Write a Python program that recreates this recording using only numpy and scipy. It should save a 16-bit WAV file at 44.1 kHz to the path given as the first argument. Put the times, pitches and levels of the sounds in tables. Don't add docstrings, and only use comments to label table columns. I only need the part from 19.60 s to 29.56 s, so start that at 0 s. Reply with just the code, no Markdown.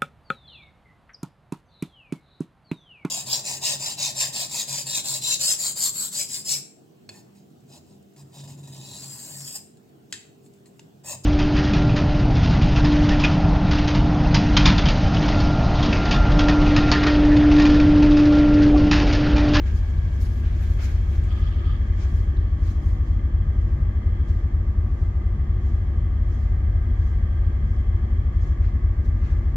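import sys
import numpy as np
from scipy import signal
from scipy.fft import rfft, irfft, next_fast_len
from scipy.io import wavfile
from scipy.ndimage import uniform_filter1d, map_coordinates

SR = 44100
rng = np.random.default_rng(int(sys.argv[2]) if len(sys.argv) > 2 else 0)


def pcm_store(signal):
    levels = np.round(np.clip(np.atleast_2d(signal), -1, 1) * 32767)
    wavfile.write(sys.argv[1], SR, levels.astype(np.int16).T)


N = 439236

# time in seconds, speed in rpm.
SHAFT_SPEED = [(0, 250.25), (2.5, 249.9), (4.5, 250.3), (7, 251.6), (10, 250.3)]
# multiple of the shaft rate, relative
# level in dB. The 12th, near 50 Hz, is the generator's line, here kept in step with the shaft.
ORDERS = [(6, -61), (7, -48.0), (8, -34.5), (9, -40.7), (10, -44.1), (11, -26.8), (12, -29.2), (13, -38.9),
          (14, -39.8), (15, -28.6), (16, -31.7), (17, -42.5), (19, -37.9), (20, -28.8), (22, -47.4),
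          (23, -31.5), (24, -47.3), (25, -47.4), (26, -58), (27, -52.6), (28, -52.7), (31, -53.1),
          (33, -66.2), (34, -65.4), (38, -63), (41, -63), (43, -60), (46, -57.1)]
# share of the turn, relative strength in dB,
# hull mode that it rings in Hz.
BLOWS = [(.148, 0, 71.2), (.609, .5, 79.8), (.858, .3, 84.6)]
HULL_WIDTH_HZ = 6.3
UNSTEADY_DB = .6
SURGE_DB, SURGE_PERIOD_S, SURGE_CREST_S = .5, 5.1, 3.3
# share of the turn, relative level in dB, panel that it shakes in Hz.
KNOCKS = [(.02, -47.5, 338), (.14, -53, 368), (.25, -44.5, 238), (.31, -52.5, 371), (.39, -46, 204),
          (.43, -47, 340), (.47, -46.5, 240), (.58, -43, 207), (.59, -50.5, 371), (.71, -50.5, 336),
          (.84, -52, 368), (.94, -42.5, 203)]
KNOCK_S, KNOCK_SCATTER_S, KNOCK_SCATTER_DB = .017, .0006, 1.5

TURN_HZ = 16.695
# time in seconds, load in dB.
MOTOR_LOAD = [(0, -56.5), (2.45, -57.5), (3.05, -62), (4.2, -63), (4.6, -60.5), (5.1, -66), (6.05, -62.5),
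              (6.5, -63), (7.3, -60), (8.9, -61), (9.9, -62.5)]
REGISTERS = {"whirr": (-60, .05, 4.7), "drone": (-59.5, 1.3, 0), "buzz": (-64.5, 0.47, 6.65)}
ENGAGE_S, ENGAGE_RISE_S = 1.65, .2
# centre in Hz, width in Hz, relative level in dB.
WHIRR_MODES = [(1108, 24, -1.5), (1160, 26, 1), (1213, 15, 1), (1245, 14, -1), (1276, 12, -2.5)]
DRONE_MODES = [(1595, 20, 1.5), (1668, 24, 1.5), (1740, 35, -4), (2245, 36, -7), (2400, 60, -17),
               (3290, 22, -9.5)]
BUZZ_MODES = [(1745, 50, 0), (1835, 50, 1), (1925, 40, -3), (2042, 22, 4.5), (2140, 50, -9)]
# centre in Hz, width in Hz,
# relative level in dB.
RATTLE_MODES = [(3080, 42, -1.5), (3195, 50, -1), (3285, 46, 1.5), (4230, 70, -11)]
SQUEAK_MODES = [(2750, 300, -10), (3130, 100, -3), (3290, 70, 0), (3550, 200, -10), (4300, 250, -16),
                (4750, 250, -16)]
GROAN_MODES = [(1240, 45, 0)]
# time in seconds, level in dB.
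RATTLE_LEVEL = [(0, -64), (1.4, -65), (2.45, -63), (3.2, -65.5), (4.0, -66), (4.18, -73), (4.3, -66),
                (4.65, -64), (5.1, -74), (5.55, -71.5), (6, -67), (7.2, -68.5), (7.8, -66.5), (8.85, -67),
                (9.3, -74), (9.9, -71)]
# peak time in seconds, length in seconds, level in dB.
SQUEAKS = [(1.715, .022, -50), (1.77, .035, -54), (1.83, .02, -53), (1.875, .022, -52), (1.93, .02, -56),
           (1.995, .025, -56), (2.06, .025, -53), (2.11, .03, -53.5), (2.16, .018, -57)]
# peak time in seconds, length in seconds, level in dB.
GROANS = [(1.71, .04, -54), (1.785, .06, -51), (1.87, .035, -54), (2.025, .07, -51), (2.115, .05, -50)]
# pitch in Hz, relative level in dB, left-right difference in dB.
WHINES = [(1103, -69, 0), (1200, -72.5, 0), (1281, -75, 0), (1455, -78, 0), (1586, -68, 0), (1602, -75, 0),
          (1668, -71, -2), (2020, -71.5, -1), (2050, -68.5, 0), (2195, -78, 0)]

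# peak time in seconds, length in seconds, relative level in dB.
SCUFFS = [(.08, 0.054, -49), (.868, .024, -47), (1.03, .03, -53), (1.2, .016, -43), (1.243, .032, -47),
          (1.54, .05, -52.5), (2.42, .06, -50.5), (3.075, .06, -56), (9.06, .05, -54), (9.635, .03, -56),
          (9.7, .06, -57.5)]
# peak time in seconds, length in seconds, relative level in dB,
# fizz over the swish in dB.
SWISHES = [(.08, .02, -59, -15), (.17, .04, -60, -9), (.55, .025, -59.5, -8), (.622, .02, -53, -3),
           (.78, .05, -69, -2.5), (1.02, .04, -61.5, -5), (1.13, .08, -63.5, -5),
           (1.243, .036, -48.5, -8.5), (1.53, .06, -66, -2), (2.42, .055, -56, -17.5),
           (2.58, 0.078, -62, -7.5), (3.085, 0.077, -57.5, -10.5), (3.29, 0.078, -63, -7.5),
           (3.5, .07, -68.5, -14), (4.7, .025, -68, -9), (8.86, .07, -69, -14), (9.06, .045, -69, -20),
           (9.457, .016, -64, -10), (9.68, .09, -68, -16), (9.78, .025, -73.5, 0.5)]
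# frequency in Hz,
# relative density in dB per Hz.
SCRAPE_SPECTRUM = [(200, -14), (600, 0), (1000, -5), (1250, -3), (1450, 2.5), (1700, 2), (1950, -2),
                   (2250, .5), (2900, -7), (4500, -12.5), (7000, -21), (9000, -41), (15000, -37)]
SWISH_SPECTRUM = [(500, -20), (2000, -8), (4000, -1), (6800, 0), (8800, -16), (12000, -35)]
FIZZ_SPECTRUM = [(3000, -40), (7500, -6), (11500, 0), (14000, -3), (15500, -7)]
CLOTH_SPECTRUM = [(300, -10), (1500, 3), (2500, 2), (4000, -3.5), (7000, -8), (8800, -22), (11500, -24),
                  (15500, -31)]
CLOTH_DB, LEAVE_S, FADE_DB_PER_S = -57, 1.8, 10.5
CLOTH_FIZZ_DB, FIZZ_FADE_DB_PER_S = -75, 24.5
PATCHY_DB = 2.2
WALK_S, STRIDE_S, BRUSH_S, BRUSH_DB, BRUSH_FIZZ_DB = 4.04, .684, .12, -70, -14
TURN_ROUND_S, TURN_ROUND_LENGTH_S, TURN_ROUND_DB = 6.8, 0.82, 5
SWELL_SHARE = .85
CABIN_DB, CABIN_T60_S = -4.5, 0.64
# peak time in seconds, level in dB, pitch in Hz.
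TICKS = [(1.643, -62, 7520), (2.772, -55.5, 3700)]
TICK_S, TICK_WIDTH = .005, .25

# frequency in Hz, relative density in dB per Hz.
RUMBLE_SPECTRUM = [(15, -23), (28, -20), (42, -1.5), (60, -4.5), (86, -3.5), (95, -7), (104, -7.5),
                   (117, -18), (135, -18), (175, -19.3), (225, -22.5), (285, -22), (330, -26), (385, -27.2),
                   (430, -28.7), (600, -41), (1200, -70), (3000, -120)]
# frequency in Hz, correlation.
HULL_ALIKE = [(60, .995), (150, .97), (280, .9), (380, .7), (500, .05)]
# centre in Hz, width in Hz, relative level in dB.
PANELS = [(139, 8, -40.9), (204, 7, -51), (240, 5, -52), (338, 7, -58), (371, 5, -59.5), (472, 12, -65)]
# pitch in Hz, relative level in dB.
GENERATOR_TONES = [(75.09, -28), (150.2, -53), (200.3, -54), (225.3, -58), (400.6, -65), (500.8, -71),
                   (548, -69.5), (561, -69), (600.5, -64.5)]
MAINS_HUM_HZ = 300.35
# time in seconds, relative level in dB.
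MAINS_HUM_LEVEL = [(0, -56), (1.1, -67), (1.7, -54), (2.3, -57), (3.1, -48.5), (3.9, -54), (5.2, -53),
                   (6, -58), (7.5, -56), (8.1, -67), (8.7, -53), (9.9, -51.5)]
PUMP_HZ, PUMP_DB, PUMP_SWELL_DB, PUMP_SWELL_S, PUMP_SWELL_LENGTH_S = 737, -76, 12, 7.0, 2.4
# frequency in Hz, relative density in dB per Hz.
AIR_SPECTRUM = [(100, -10), (350, -1), (520, -1), (650, .5), (800, -2), (950, -4.8), (1400, -11.3),
                (2200, -13.3), (2800, -19.7), (3800, -24.4), (7000, -27.7), (8500, -40), (11500, -36.5),
                (15500, -41)]
# frequency in Hz, correlation.
AIR_ALIKE = [(200, 1), (500, 0.097), (1000, 0.35), (3000, 0), (12000, -0.69)]
TOP_HZ = 15750


def amp(db):
    return 10 ** (np.asarray(db) / 20)


def unit(x):
    return x / np.sqrt(np.mean(x ** 2) + 1e-20)


def along(points, hz):
    f, v = np.transpose(points)
    return np.interp(np.log(hz + 1), np.log(f + 1), v)


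def clock():
    return np.arange(N) / SR


def curves(rows):
    s, *cols = np.transpose(rows)
    return [np.interp(clock(), s, c) for c in cols]


def wobble(rate):
    count = int(N * rate / SR) + 4
    steps = np.linspace(0, count - 1, 20 * count)
    smooth = map_coordinates(rng.standard_normal(count), [steps])
    return np.interp(np.arange(N, dtype=float), steps * SR / rate, smooth)


def filtered(x, response):
    m = next_fast_len(N + SR // 2)
    return irfft(rfft(x, m) * response(np.fft.rfftfreq(m, 1 / SR)), m)[..., :N]


def ring(x, modes):
    def response(f):
        power = sum(amp(db) ** 2 / (1 + ((f - c) / w) ** 2) ** 2 for c, w, db in modes)
        return np.sqrt(power)
    return unit(filtered(x, response))


def pair(likeness):
    shared = np.clip(likeness, 0, 1)
    return np.sqrt(shared) * rng.standard_normal(N) + np.sqrt(1 - shared) * rng.standard_normal((2, N))


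def noise(spectrum, alike):
    def colour(hz):
        angle = np.arccos(np.clip(along(alike, hz), -1, 1)) / 2
        return amp(along(spectrum, hz)) * np.array([np.cos(angle), np.sin(angle)])
    mid, side = filtered(rng.standard_normal((2, N)), colour)
    return unit(np.array([mid + side, mid - side]))


def pan(left_db):
    return amp(np.array([[left_db], [-left_db]]) / 2)


def shaft():
    return np.cumsum(curves(SHAFT_SPEED)[0] / 60) / SR


def engine():
    turns = shaft()
    shaft_hz = turns[-1] * SR / N
    out = np.zeros(N)
    for k, db in ORDERS:
        f = k * shaft_hz
        blows = 0
        for share, blow_db, hz in BLOWS:
            mode = 1j * f / (hz * hz - f * f + 1j * f * HULL_WIDTH_HZ)
            blows += amp(blow_db) * np.exp(-2j * np.pi * k * share) * mode
        level = amp(db + UNSTEADY_DB * wobble(3))
        out += level * np.sqrt(2) * np.cos(2 * np.pi * k * turns + np.angle(blows))
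    surge_db = SURGE_DB * np.cos(2 * np.pi * (clock() - SURGE_CREST_S) / SURGE_PERIOD_S)
    return out * amp(surge_db + .2) * pan(1.2)


def knocks(level_db=-0.35):
    turns, out = shaft(), np.zeros(N + SR)
    t = np.arange(-SR // 16, SR // 16) / SR
    for share, db, hz in KNOCKS:
        for s in np.interp(np.arange(share, turns[-1]), turns, clock()):
            late, louder = rng.standard_normal(2)
            swell = np.exp(-(t / KNOCK_S) ** 2)
            burst = swell * np.sin(2 * np.pi * hz * (t - KNOCK_SCATTER_S * late))
            out[round(s * SR):][:len(t)] += amp(db + KNOCK_SCATTER_DB * louder) * burst
    centred = out[len(t) // 2:][:N]
    return amp(level_db) * np.sqrt(2) * centred * pan(2.5)


def chatter(modes, repeat, pull_depth, turn_depth):
    turns = TURN_HZ * clock() + .002 * wobble(1.5)
    size = round(SR / TURN_HZ)
    position = turns % 1 * size
    one_turn = rng.standard_normal((2, size))
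    same = np.array([map_coordinates(row, [position], order=1, mode="grid-wrap") for row in one_turn])
    share = np.clip(repeat, 0, 1)
    grit = np.sqrt(share) * same + np.sqrt(1 - share) * rng.standard_normal((2, N))
    rung = ring(grit, modes)
    even = rung / np.sqrt(np.abs(uniform_filter1d(rung ** 2, size)) + 1e-9)
    pulls = np.cos(6 * 2 * np.pi * turns)
    return unit(even * np.exp(pull_depth * pulls + turn_depth * np.cos(2 * np.pi * turns)))


def strokes(rows, tail_db=CABIN_DB):
    grid = clock()[::64]
    s, length, db = np.transpose(rows)[:, :, None]
    t = grid - s
    rub = np.exp(-(t / np.where(t < 0, SWELL_SHARE * length, length)) ** 2)
    tail = (t > 0) * amp(tail_db - 60 * np.abs(t) / CABIN_T60_S)
    return np.interp(clock(), grid, np.sum(amp(db) * np.maximum(rub, tail), axis=0))


def motor():
    load, = curves(MOTOR_LOAD)
    load_db = load - load.mean()
    engaged = np.clip((clock() - ENGAGE_S) / ENGAGE_RISE_S, 0, 1)
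    level = {}
    for name, (db, follows, step_db) in REGISTERS.items():
        level[name] = amp(db + follows * load_db + step_db * engaged)
    whirr = level["whirr"] * chatter(WHIRR_MODES, repeat=0.43, pull_depth=0.11, turn_depth=0.049) * pan(.5)
    drone = level["drone"] * chatter(DRONE_MODES, repeat=0.33, pull_depth=0.13, turn_depth=0.16) * pan(-0.97)
    buzz = level["buzz"] * chatter(BUZZ_MODES, repeat=0.22, pull_depth=.2, turn_depth=0.2) * pan(-2.3)
    trill = chatter(RATTLE_MODES, repeat=.4, pull_depth=.5, turn_depth=.27)
    rattle = amp(curves(RATTLE_LEVEL)[0]) * trill * pan(-3.5)
    chirr = chatter(SQUEAK_MODES, repeat=.5, pull_depth=.4, turn_depth=0)
    squeak = strokes(SQUEAKS, tail_db=-13.5) * chirr * pan(-1)
    moan = chatter(GROAN_MODES, repeat=0.69, pull_depth=.2, turn_depth=.05)
    groan = strokes(GROANS, tail_db=-15.5) * moan
    return whirr + drone + buzz + rattle + squeak + groan


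def whine(drift=0.54):
    def side(hz):
        phase = 2 * np.pi * (hz * clock() + rng.random()) + drift * wobble(7)
        return amp(2.9 * wobble(3.6)) * np.sin(phase)
    tones = sum(amp(db) * pan(left_db) * np.array([side(hz), side(hz)]) for hz, db, left_db in WHINES)
    return np.sqrt(2) * tones


def strides(count=8):
    times = WALK_S + STRIDE_S * np.arange(count)
    turning = np.exp(-((times - TURN_ROUND_S) / TURN_ROUND_LENGTH_S) ** 2)
    levels = BRUSH_DB + TURN_ROUND_DB * turning
    return [(s, BRUSH_S, db, BRUSH_FIZZ_DB) for s, db in zip(times, levels)]


def patchy(x, depth_db=PATCHY_DB):
    z = signal.stft(x, nperseg=256)[2]
    across_hz = uniform_filter1d(rng.standard_normal(z.shape[1:]), size=9, axis=0)
    field = uniform_filter1d(across_hz, size=7, axis=1)
    return unit(signal.istft(z * amp(depth_db * unit(field)), nperseg=256)[1][:, :N])


def walker(grain_db=0.5, uneven_db=0.65):
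    rubs = list(SWISHES) + strides()
    soles = strokes(SCUFFS) * patchy(noise(SCRAPE_SPECTRUM, [(1000, 0.13)]))
    swish_level = strokes([(s, length, db) for s, length, db, _ in rubs])
    swish = swish_level * patchy(noise(SWISH_SPECTRUM, [(5000, 0.084)]))
    away_s = np.maximum(clock() - LEAVE_S, 0)
    rub_fizz = strokes([(s, length, db + fizz_db) for s, length, db, fizz_db in rubs])
    sheen = np.hypot(rub_fizz, amp(CLOTH_FIZZ_DB - FIZZ_FADE_DB_PER_S * away_s))
    fizz = sheen * patchy(noise(FIZZ_SPECTRUM, [(5000, 0.16)])) * pan(2.3)
    cloth_level = amp(CLOTH_DB - FADE_DB_PER_S * away_s + 0.73 * wobble(12))
    cloth = cloth_level * patchy(noise(CLOTH_SPECTRUM, [(3000, 0.15)])) * pan(.5)
    grain = unit(amp(grain_db * wobble(400) + uneven_db * wobble(45)))
    return (soles + swish + fizz + cloth) * grain


def ticks():
    out = 0
    for s, db, hz in TICKS:
        click = ring(pair(.3), [(hz, TICK_WIDTH * hz, 0)])
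        out = out + strokes([(s, TICK_S, db)], tail_db=-9.5) * click
    return out


def hull():
    rumble = amp(-34.3) * noise(RUMBLE_SPECTRUM, HULL_ALIKE)
    panels = sum(amp(db) * ring(pair(along(HULL_ALIKE, hz)), [(hz, width, 0)]) for hz, width, db in PANELS)
    return rumble * pan(0.98) + amp(0.56) * panels * pan(2.8)


def generator():
    tones = np.zeros(N)
    for hz, db in GENERATOR_TONES:
        phase = 2 * np.pi * hz * clock() + hz / 900 * wobble(1.5)
        tones += amp(db + UNSTEADY_DB * wobble(2)) * np.cos(phase)
    mains_phase = 2 * np.pi * MAINS_HUM_HZ * clock() + .2 * wobble(1.5)
    mains = amp(curves(MAINS_HUM_LEVEL)[0]) * np.cos(mains_phase)
    return np.sqrt(2) * (tones + mains) * pan(1.8)


def pump():
    swell = np.exp(-((clock() - PUMP_SWELL_S) / PUMP_SWELL_LENGTH_S) ** 4)
    level = amp(PUMP_DB + PUMP_SWELL_DB * swell + wobble(2))
    phase = 2 * np.pi * PUMP_HZ * clock() + .3 * wobble(1.5)
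    return np.sqrt(2) * level * np.sin(phase) * pan(0.99)


def ventilation():
    return amp(-51.0 + 0.38 * wobble(4.4)) * noise(AIR_SPECTRUM, AIR_ALIKE)


def scene():
    machines = engine() + knocks() + motor() + whine()
    crew = walker() + ticks()
    background = hull() + generator() + pump() + ventilation()
    return machines + crew + background


def record(dry):
    return filtered(dry, lambda hz: hz < TOP_HZ)


dry = scene()
out = record(dry)
pcm_store(out)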